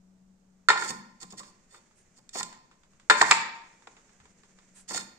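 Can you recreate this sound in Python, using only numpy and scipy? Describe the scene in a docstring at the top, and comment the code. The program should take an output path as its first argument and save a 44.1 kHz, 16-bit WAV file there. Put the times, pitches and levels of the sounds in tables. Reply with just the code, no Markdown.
"""Steel block on a forging die

A gloved hand sets a heavy steel block on the die of a forging hammer, shifts it, drags it off, sets it
down again with three clanks and pulls it away. Knocks and clanks are decaying modes of block, anvil and
die; slides pass bursts of tiny catches through those of block and anvil. Light ticks, some perhaps from
clothes or shoes, fall between. A sheet-metal workshop answers with decaying noise, over a faint wavering
hum, a low rumble and the filtered noise of a sleeve and a glove."""
import sys
import numpy as np
from scipy import signal
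from scipy.fft import rfft, irfft
from scipy.io import wavfile
from scipy.ndimage import uniform_filter1d, minimum_filter1d

SR = 44100
rng = np.random.default_rng(int(sys.argv[2]) if len(sys.argv) > 2 else 0)


def inscribe(sig):
    """Save sig as 16-bit PCM at rate SR to the path in sys.argv[1].

    A 1-D sig is mono; a 2-D sig holds one channel per row.
    Samples are clipped to [-1, 1] before scaling.
    """
    pcm = np.round(np.clip(np.atleast_2d(sig).T, -1, 1) * 32767)
    wavfile.write(sys.argv[1], SR, pcm.astype(np.int16))


N = 228471
RING_SIZE = 2 ** 14  # samples that one ring lasts

# Low rumble of the shop. Each row: frequency in Hz, relative level in dB.
SHOP_SPECTRUM = [(25, 1.5), (60, -11.5), (130, -8), (200, -3), (300, -12.5), (600, -16), (1000, -21),
                 (1600, -25), (3500, -32.5), (5000, -30), (6800, -26.5), (9000, -31), (15000, -45.5)]
# Hum that fades and comes back. 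Each row: time in seconds, level in dB.
HUM_LEVEL = [(0, -59), (1.3, -69), (1.65, -77.5), (3.8, -78), (4.8, -64), (5.18, -91)]
HUM_HZ = 188.4  # mean pitch
# Rustle of the sleeve over time. Each row: time in seconds, level in dB.
SLEEVE_LEVEL = [(0, -107), (.6, -79.5), (1.45, -66.5), (2.75, -74), (3.65, -63), (4.7, -66.5), (5.18, -71)]
# Spectrum of the sleeve. Each row: frequency in Hz, relative level in dB.
CLOTH_SPECTRUM = [(100, -5), (400, 4.5), (900, -4.5), (2000, 1), (3700, -10), (5000, -6.5), (6900, 1.5),
                  (8600, -6.5), (10500, -20), (15000, -39)]
# Spectrum of the glove. Each row: frequency in Hz, relative level in dB.
GLOVE_SPECTRUM = [(300, -14), (1800, -6.5), (4000, -10.5), (6000, -7.5), (7500, 0), (10000, 3),
                  (15000, -43)]
# The glove tightens on the block. Each row: start in seconds, length in seconds, starting level in dB.
GRIPS = [(1.935, 0.13, -59.5), (4.732, 0.13, -46)]
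GRIP_FADE_DB = 14  # the brushing dies down as the fingers come to rest
# Decay of the workshop. Each row: frequency in Hz, t60 in seconds.
ROOM_T60 = [(100, 0.27), (400, 0.84), (900, 0.61), (2000, 0.64), (4000, 0.57), (7500, 0.23), (14000, 0.47)]
# Colour of the reverberant sound. Each row: frequency in Hz, relative level in dB.
ROOM_COLOUR = [(100, 2.5), (200, 12.5), (450, -3), (900, -0.5), (1500, -4.5), (2400, -1.5), (3300, -4.5),
               (4500, -3.5), (7500, -3), (14000, -4)]

# Modes of the block. Each row: frequency in Hz, relative level in dB, t60 in seconds.
BLOCK_MODES = [(1316, -8, 0.045), (1410, -4.5, 0.09), (1673, -14.5, 0.05), (1730, -11.5, 0.065),
               (1824, -3.5, 0.066), (1945, -10.5, .05), (2056, -13, 0.05), (2203, -16.5, 0.098),
               (2420, -17, 0.2), (3584, -11.5, 0.035), (3670, -10.5, 0.079), (4266, -10.5, 0.04),
               (4430, -10.5, 0.04), (4900, -18.5, 0.051), (5260, -14.5, 0.05), (6810, -15.5, 0.035),
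               (6970, -16, 0.045), (7740, -16, 0.05), (8130, -11.5, 0.042)]
# Modes of the anvil. Each row: frequency in Hz, relative level in dB, t60 in seconds.
ANVIL_MODES = [(359.6, -18, 0.15), (437, -17, 0.13), (504, -18, 0.036), (585.8, -17, 0.33),
               (795, -16.5, 0.029), (885, -12.5, 0.11), (1030, -6.5, 0.33), (1110, -16.5, 0.05),
               (1145, -18.5, 0.12)]
# Modes of the die with the block seated on it. Each row: frequency in Hz, relative level in dB,
# t60 in seconds.
DIE_MODES = [(912, 2, .28), (930, -6.5, .15), (1008, -4, 0.27), (1136, -6.5, .18), (1760, -8, 0.22),
             (1980, -10, 0.23), (2173, -4.5, 0.29), (2427, 0, 0.25), (2597, -8, 0.17), (4038, -10.5, .1),
             (4700, -4.5, 0.11), (5300, -6, 0.071), (7230, -8.5, .05)]
# Heavily damped modes while two faces press together. Each row: ratio to the pitch of the knock,
# relative level in dB, t60 in seconds.
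KNOCK_MODES = [(0.84, -6, 0.016), (0.999, 1, 0.017), (1.17, -7, 0.013)]
# Spectrum of the clatter of clamped steel. Each row: frequency in Hz, relative level in dB.
CLATTER_SPECTRUM = [(60, -34), (150, -14.5), (260, -26), (420, -5.5), (640, -13.5), (900, 3), (1500, 0.5),
                    (2350, -1.5), (3100, -5), (3650, -1.5), (4050, -6), (4600, -4.5), (5200, -4.5),
                    (6000, -10), (7300, 0.5), (8600, -10), (10000, -21.5), (15000, -39.5)]
# Spectrum of gritty slip. Each row: frequency in Hz, relative level in dB.
GRIT_SPECTRUM = [(80, -26), (250, -39.5), (750, -14.5), (1800, -12), (2700, -12.5), (3200, -9.5),
                 (3600, -4.5), (4000, -19.5), (4400, 2.5), (4850, -3), (5250, 0.5), (5900, -9), (6900, 2),
                 (8300, -3), (10000, -14), (14000, -28.5)]
# Spectrum of low grinding. Each row: frequency in Hz, relative level in dB.
GRIND_SPECTRUM = [(40, -23), (130, -5), (200, 2), (280, -3), (470, 2), (620, -7.5), (820, -1.5),
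                  (1050, 5.5), (1300, -4.5), (2500, -11.5), (6000, -21.5)]

# Dull, soft bumps. Each row: start in seconds, relative level in dB, pitch in Hz, t60 in seconds,
# relative width of the resonance.
BUMPS = [(0.903, -48.5, 213, 0.12, 0.26), (1.244, -53.5, 194, 0.046, 0.14), (1.328, -51.5, 232, 0.18, 0.91),
         (1.402, -48.5, 1130, 0.08, 0.057), (3.112, -47, 215, 0.14, 0.35), (3.873, -58.5, 412, 0.054, 0.2),
         (4.198, -60, 81, 0.17, 0.2)]
# Tiny squeaks as the block is nudged. Each row: start in seconds, length in seconds, mean pitch in Hz,
# level in dB.
SQUEAKS = [(1.304, 0.016, 5350, -52), (1.321, 0.0081, 3630, -52), (1.322, .008, 6730, -50),
           (1.375, .015, 3600, -55), (1.381, 0.014, 4380, -46)]
# Pushes that slip the block over the die. Each row: start in seconds, length in seconds, relative level
# at full speed in dB, weight on the die in dB, ring of the block in dB.
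SLIDES = [(0.762, 0.13, -35, 1, -1), (0.87, 0.05, -28.5, -3, -4), (1.197, 0.044, -41, 1, -2),
          (1.294, 0.046, -46, 1, -17), (1.367, 0.041, -38, -4, -2.5), (1.389, 0.13, -53.5, -1, -23),
          (1.681, 0.12, -55.5, 3, 1.5), (2.152, 0.047, -54, 0.5, -8), (2.326, 0.051, -34.5, 5, -3),
          (2.364, 0.051, -27.5, -5, -2), (3.156, 0.093, -29, -7.5, -9.5), (3.24, 0.086, -32, -5, -4),
          (4.874, 0.061, -33, 0.5, -5), (4.927, 0.034, -27, -4, -2.5), (4.951, 0.036, -27.5, -8, -0.5),
          (4.972, 0.051, -36.5, -13, 1.5)]
GATHER_DB = 5  # a slide grows this much louder as it gathers speed
GRIND_LAG_S = 0.013  # the low grinding sets in after the grit
# burrs that catch and snap free among the fine grit; the rate is one over the median interval
SNAG_PER_S, SNAG_DB, SNAG_SCATTER_DB = 260, -9, -0.5
# A corner snaps off an edge. Each row: start in seconds, relative level in dB.
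SNAPS = [(.839, -25), (0.845, -24.5), (1.23, -26), (1.306, -38), (1.3939, -29.5), (2.292, -31.5),
         (2.43, -15.5), (4.978, -28.5)]
# Light ticks and taps, some perhaps from clothes or shoes. Each row: start in seconds, relative level
# in dB, treble cut-off in Hz.
TICKS = [(1.229, -45, 9420), (1.432, -38, 9000), (1.91, -49, 2000), (2.527, -37, 15600),
         (2.713, -42.5, 3000), (2.834, -47, 4840), (2.934, -51, 3000), (2.998, -43.5, 9000),
         (3.822, -42.5, 2540), (3.967, -36.5, 2040), (4.093, -45, 2603), (4.201, -41.5, 2470),
         (4.254, -42, 2846), (4.434, -43.5, 4520), (4.587, -42.5, 4540), (5.011, -35, 8070)]
TICK_T60_S, TICK_RISE_S = 0.15, 0.00044
# Knocks and clanks of the block, with one likely early echo at 3.32 s. Each row: start in seconds,
# relative level in dB, treble cut-off in Hz, t60 of the clatter in seconds, pitch of the knock in Hz,
# level of the knock in dB, ring of the block in dB, ring of the anvil in dB, ring of the die in dB,
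# left minus right in dB.
CLANKS = [(0.6854, -3.5, 3000, 0.16, 1370, -1, 4, -5, -26, -1.5),
          (0.7013, -4.5, 2000, 0.16, 932, -1, 4, -3.5, -22, 3.5),
          (0.759, -17, 1500, .07, 950, -1, -0.5, -10, -22, -0.5),
          (0.774, -20, 2200, .07, 1400, -12, 5, -10.5, -7.5, -2),
          (0.8225, -22, 2200, .06, 1420, -2, 2.5, -8, -24, -2.5),
          (1.333, -38, 400, .03, 1100, 6, -18, 9, -25, 0),
          (1.744, -38, 3000, 0.081, 1304, -3, -14, -12, -18, 2),
          (2.355, -14, 611, 0.012, 750, -3.5, -21, -5, -23, 0.5),
          (2.407, -22, 2313, 0.011, 873, -3, -5.5, -6.5, -23.5, -4),
          (3.0981, 3.5, 5504, 0.029, 1488, -1.5, -1.5, -8, -29.5, 5),
          (3.1074, 0, 1500, 0.052, 1716, -0.5, -6.5, -3.5, -20.5, 4),
          (3.2126, 4, 1604, .012, 1824, 1.5, -17.5, -19.5, -27, -1.5),
          (3.2152, -2, 8930, .015, 831, -3, -11.5, -18, -21, -2),
          (3.2245, -2.5, 779, .012, 1060, 3.5, -18.5, -8.5, -19.5, 0.5),
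          (3.3104, 7, 11000, .015, 1196, -6, -16.5, -27.5, -21, 1.5),
          (3.3169, -4.5, 1500, 0.032, 1100, -3, -16, -19.5, -14.5, 1),
          (3.3207, -6.5, 3000, 0.026, 2340, 2, -17.5, -16, -21.5, 3),
          (3.8706, -27.5, 1472, 0.034, 793, -4.5, -16, -9, -24, 2.5),
          (4.907, -23.5, 1000, .04, 940, -12, -2, 2, -12, 0.5),
          (4.945, -21, 900, 0.013, 774, -1, -25, -12, -25, -2),
          (4.975, -34, 6000, 0.029, 1360, 4.5, -12, -15, -20, -8)]

# The two microphone ports. Each row: frequency in Hz, left minus right in dB.
PORTS = [(40, 1), (130, 4.5), (450, 3.5), (900, 1), (1400, -4), (2400, 0), (4500, -2), (7000, -9),
         (8400, -3), (12000, -3)]
# Treble of the microphone. Each row: frequency in Hz, gain in dB.
TREBLE = [(8500, -1), (9800, -10), (13000, -2.5), (15500, -5)]
TOP_HZ = 15550  # upper band limit


def undb(db):
    """Logarithmic level: decibels to gain."""
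    return 10 ** (np.asarray(db) / 20)


def curve(rows):
    """Envelope: gain over time, interpolated in decibels."""
    return undb(np.interp(np.arange(N) / SR, *np.transpose(rows)))


def freqs(size):
    """Discrete spectrum: frequencies of the bins of a transform, at least 1 Hz."""
    return np.maximum(np.fft.rfftfreq(size, 1 / SR), 1)


def along(points, hz):
    """Logarithmic frequency axis: a table is interpolated along it."""
    f, v = np.transpose(points)
    return np.interp(np.log(hz), np.log(f), v)


def colour(x, points):
    """Minimum-phase filtering: folding the cepstrum makes a given response causal."""
    size = 2 ** 12
    cepstrum = irfft(np.log(undb(along(points, freqs(size)))))
    cepstrum[1:size // 2] *= 2
    cepstrum[size // 2 + 1:] = 0
    impulse = irfft(np.exp(rfft(cepstrum)))
    return signal.oaconvolve(x, impulse[None], axes=1)[:, :x.shape[1]]


def even(x, hz):
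    """Spectral whitening: a causal filter evens out a burst's energy, smoothed over the given width."""
    size = x.shape[1]
    spectrum = rfft(x)
    smooth_power = uniform_filter1d(abs(spectrum) ** 2, max(int(hz * size / SR), 2), axis=1)
    cepstrum = irfft(-np.log(smooth_power))
    cepstrum[:, 0] /= 2
    cepstrum[:, size // 2:] = 0
    return irfft(spectrum * np.exp(rfft(cepstrum)))


def highpass(x, hz):
    """First-order filtering: the bass falls 6 dB an octave."""
    return signal.sosfilt(signal.butter(1, hz, "high", fs=SR, output="sos"), x)


def unit(x):
    """Energy normalization: a mean of one per channel."""
    return x / np.sqrt(np.sum(x ** 2) / 2)


def pair(size, alike_hz=1500):
    """Spatial coherence: noise at two close ports is alike in the bass, unrelated in the treble."""
    mid, side = rfft(rng.standard_normal((2, size)))
    alike = 1 / (1 + (freqs(size) / alike_hz) ** 2)
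    mid = mid * np.sqrt((1 + alike) / 2)
    side = side * np.sqrt((1 - alike) / 2)
    return irfft(np.array([mid + side, mid - side]), size)


def hiss(points):
    """Stationary random noise: coloured, of rms one."""
    return unit(colour(pair(N), points)) * np.sqrt(N)


def walk(rate):
    """Slow random modulation: normal draws, rate of them a second, joined by straight lines."""
    steps = rng.standard_normal(2 ** 12)
    return np.interp(np.arange(N) / SR * rate, np.arange(len(steps)), steps)


def fade(t60, size):
    """Linear damping: exponential decay by 60 dB in t60."""
    return np.exp(-np.log(1000) * np.arange(size) / SR / t60)


def stroke(length, edge=0.65):
    """Gradual loading: a push swells, holds and lets go."""
    return signal.windows.tukey(int(length * SR), min(edge, 1))[None]


def add(out, x, s):
    """Superposition: a sound is mixed in at a given time."""
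    i = int(s * SR)
    out[:, i:i + x.shape[1]] += x[:, :N - i]


def background(shop_db=-66, waver_hz=1.0, flutter_db=1):
    """Steady sources: a far machine hums with a wavering tone over the low noise of the shop."""
    phase = 2 * np.pi * np.cumsum(HUM_HZ + waver_hz * walk(23)) / SR
    hum = np.sqrt(2) * np.sin(phase)
    rumble = unit(colour(pair(N, alike_hz=500), SHOP_SPECTRUM)) * np.sqrt(N)
    return hum * curve(HUM_LEVEL) * undb(flutter_db * walk(35)) + undb(shop_db) * rumble


def clothes(crease_db=2):
    """Friction noise of fibres: the sleeve rustles in creases; the glove brushes the block as it grips."""
    out, glove = hiss(CLOTH_SPECTRUM) * curve(SLEEVE_LEVEL), hiss(GLOVE_SPECTRUM)
    for s, length, db in GRIPS:
        brush = stroke(length, edge=0.8)
        brush = brush * undb(db - np.linspace(0, GRIP_FADE_DB, brush.size))
        add(out, brush * glove[:, int(s * SR):][:, :brush.size], s)
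    return out * undb(crease_db * walk(61))


def workshop(x, wet_db=-8, first_s=0.012, build_s=0.003, even_hz=45):
    """Reverberation: echoes from metal walls thicken into a tail, each octave at its own decay rate."""
    noise, tail = rfft(pair(SR, alike_hz=800)), 0
    octaves = np.log2(np.clip(freqs(SR), 125, 16000) / 125)
    for k in range(8):
        band = irfft(noise * np.maximum(1 - abs(octaves - k), 0), SR)
        tail = tail + band * fade(along(ROOM_T60, 125 * 2 ** k), SR)
    onset = np.clip((np.arange(SR) / SR - first_s) / build_s, 0, 1)
    tail = even(tail * onset, even_hz)
    return undb(wet_db) * signal.oaconvolve(x, colour(unit(tail), ROOM_COLOUR), axes=1)[:, :N]


def ring(modes, scatter=0.0042, spread_hz=2800, uneven_db=0.5):
    """Modal superposition: decaying modes start in alternate directions, never excited quite alike."""
    t, out = np.arange(RING_SIZE) / SR, 0
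    for k, (hz, db, t60) in enumerate(modes):
        detune, skew, strength = rng.standard_normal(3)
        # higher modes reach the two ports more out of step
        phase = np.array([[.5], [-.5]]) * skew * hz / spread_hz
        tone = np.cos(2 * np.pi * hz * (1 + scatter * detune) * t + phase)
        out = out + (-1) ** k * undb(db + uneven_db * strength) * unit(fade(t60, RING_SIZE) * tone)
    return out


def clatter(t60, even_hz=350):
    """High modal density: crowded, damped modes of clamped steel amount to decaying noise."""
    burst = pair(RING_SIZE, alike_hz=2270) * fade(t60, RING_SIZE)
    return unit(colour(even(burst, even_hz), CLATTER_SPECTRUM))


def soften(x, hz, rise_s=0.0011):
    """Contact time: a flat, slow contact pushes longer than a sharp corner and so loses treble."""
    # the ring takes a moment to build
    rise = np.sin(np.pi / 2 * np.minimum(np.arange(RING_SIZE) / SR / rise_s, 1)) ** 2
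    lowpass = signal.butter(1, min(hz, SR / 2 - SR / 20), fs=SR, output="sos")
    return signal.sosfilt(lowpass, x * rise)


def bumps(bump_db=30):
    """Single resonance: each soft push is a decaying burst through one band."""
    out = np.zeros((2, N))
    for s, db, hz, t60, width in BUMPS:
        band = [hz / (1 + width), hz * (1 + width)]
        body = signal.butter(2, band, "band", fs=SR, output="sos")
        burst = pair(RING_SIZE) * fade(t60, RING_SIZE)
        add(out, undb(db + bump_db) * unit(signal.sosfilt(body, burst)), s)
    return out


def squeaks(waver=0.013):
    """Periodic stick-slip: under the hand the faces slip in step for a moment and chirp."""
    out, wobble = np.zeros((2, N)), walk(700)
    for s, length, hz, db in SQUEAKS:
        push = stroke(length, edge=0.94)
        pitch = hz * (1 + waver * wobble[int(s * SR):][:push.size])
        tone = np.sin(2 * np.pi * np.cumsum(pitch) / SR)
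        add(out, undb(db) * np.sqrt(2) * push * tone, s)
    return out


def snags():
    """Irregular stick-slip: sharp single slips at uneven intervals, rms one."""
    wait, size = rng.standard_normal((2 ** 13, 2)).T
    at = (np.cumsum(np.exp(wait / 2)) * SR / SNAG_PER_S).astype(int)
    strength = undb(SNAG_SCATTER_DB * np.clip(size, -2, 1.5))
    out = np.bincount(at[at < N], strength[at < N], N)
    return out / np.sqrt(np.mean(out ** 2))


def slip_force(catch_rate, scatter_db, fine_db):
    """Rough-surface friction: noise follows dense random catches, with coarser snags among them."""
    caught = rng.random(N) < catch_rate / SR
    catches = caught * undb(scatter_db * np.minimum(rng.exponential(size=N), 4))
    pressure = signal.lfilter([1], [1, -np.exp(-catch_rate / SR)], catches ** 2) + 1e-9
    # the hand keeps the average push steady while single catches come and go
    steady = np.sqrt(pressure / uniform_filter1d(pressure, size=800))
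    return undb(fine_db) * pair(N) * steady + undb(SNAG_DB) * snags()


def slides(catch_rate=1100, scatter_db=2, fine_db=-2, grit_db=-2, grind_db=-9, block_db=1.0,
           anvil_db=-6, sharp_hz=5000, shift=.007):
    """Source and resonator: slip forces excite gritty faces and block; weight adds low grinding and anvil."""
    force = slip_force(catch_rate, scatter_db, fine_db)
    click = np.ones((2, 1)) * signal.unit_impulse(RING_SIZE)
    grit = undb(grit_db) * unit(colour(click, GRIT_SPECTRUM))
    grind = undb(grind_db) * unit(colour(click, GRIND_SPECTRUM))
    out = np.zeros((2, N))
    for s, length, db, weight_db, ring_db in SLIDES:
        speed, load = stroke(length, edge=0.65), stroke(length, edge=0.9)
        speed = speed * undb(np.linspace(-GATHER_DB, 0, speed.size))
        # tiny, sharp catches favour the block's high modes; each new grip shifts them a little
        block = highpass(ring(BLOCK_MODES, scatter=shift), sharp_hz)
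        bright = grit + undb(block_db + ring_db) * block
        low = undb(weight_db) * (grind + undb(anvil_db) * ring(ANVIL_MODES))
        for start, push, body in [(s, speed, bright), (s + GRIND_LAG_S, load, low)]:
            slip = push * force[:, int(start * SR):][:, :push.size]
            add(out, undb(db) * signal.fftconvolve(slip, body, axes=1), start)
    return out


def snaps(snap_db=15, thin_hz=3600, t60=0.014, block_db=-6):
    """Impulsive excitation: a corner leaves an edge so briefly that mainly the treble rings."""
    out = np.zeros((2, N))
    for s, db in SNAPS:
        body = clatter(t60) + undb(block_db) * ring(BLOCK_MODES)
        add(out, undb(db + snap_db) * highpass(highpass(body, thin_hz), thin_hz), s)
    return out


def ticks(level_db=13, ring_db=-14, tick_db=-2, tick_t60=.014):
    """Weak excitation: light ticks and taps clatter on a little, with barely any ring of the anvil."""
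    out, anvil = np.zeros((2, N)), undb(ring_db) * ring(ANVIL_MODES)
    for s, db, hz in TICKS:
        body = undb(tick_db) * clatter(tick_t60) + clatter(TICK_T60_S) + anvil
        add(out, undb(db + level_db) * soften(body, hz, rise_s=TICK_RISE_S), s)
    return out


def clanks(force_db=15):
    """Coupled bodies: each knock, clank or likely echo sums a knock, a clatter and three ringing bodies."""
    out = np.zeros((2, N))
    for s, db, hz, t60, knock_hz, knock_db, block_db, anvil_db, die_db, pan_db in CLANKS:
        # how the faces meet sets the pitch of the knock
        knock = [(ratio * knock_hz, level, decay) for ratio, level, decay in KNOCK_MODES]
        body = clatter(t60) + undb(knock_db) * ring(knock, spread_hz=7500)
        # the block rings freely only while it rocks, so its share differs from row to row
        body += undb(block_db) * ring(BLOCK_MODES)
        body += undb(anvil_db) * ring(ANVIL_MODES)
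        body += undb(die_db) * ring(DIE_MODES)
        port_db = np.array([[pan_db], [-pan_db]]) / 2
        add(out, undb(db + force_db + port_db) * soften(body, hz), s)
    return out


def scene():
    """Time difference of arrival: steel a little to the right; then room, clothes and background."""
    # compact bodies move little air in the bass
    struck = highpass(highpass(clanks() + ticks(), hz=190), hz=148)
    steel = struck + snaps() + squeaks() + slides() + bumps()
    lag = 5  # samples by which these sounds reach the left port later
    steel = np.array([np.pad(steel[0], (lag, 0))[:N], steel[1]])
    return steel + workshop(steel) + clothes() + background()


def limiter(x, ceiling_db=-1.7, size=20):
    """Gain control: the highest peaks are turned down for a moment."""
    peak = np.maximum(abs(x).max(axis=0), 1e-9)
    gain = np.minimum(1, undb(min(ceiling_db, 0)) / peak)
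    held = minimum_filter1d(gain, 2 * size)
    return x * uniform_filter1d(uniform_filter1d(held, size), size)


def record(dry):
    """Transducer response: each port has its colour; treble drops, peaks are limited, the top is cut."""
    left = colour(dry[:1], [(hz, db / 2) for hz, db in PORTS])
    right = colour(dry[1:], [(hz, -db / 2) for hz, db in PORTS])
    sound = limiter(colour(np.vstack([left, right]), TREBLE))
    return signal.sosfilt(signal.ellip(12, .2, 70, TOP_HZ, fs=SR, output="sos"), sound)


dry = scene()
out = record(dry)
inscribe(out)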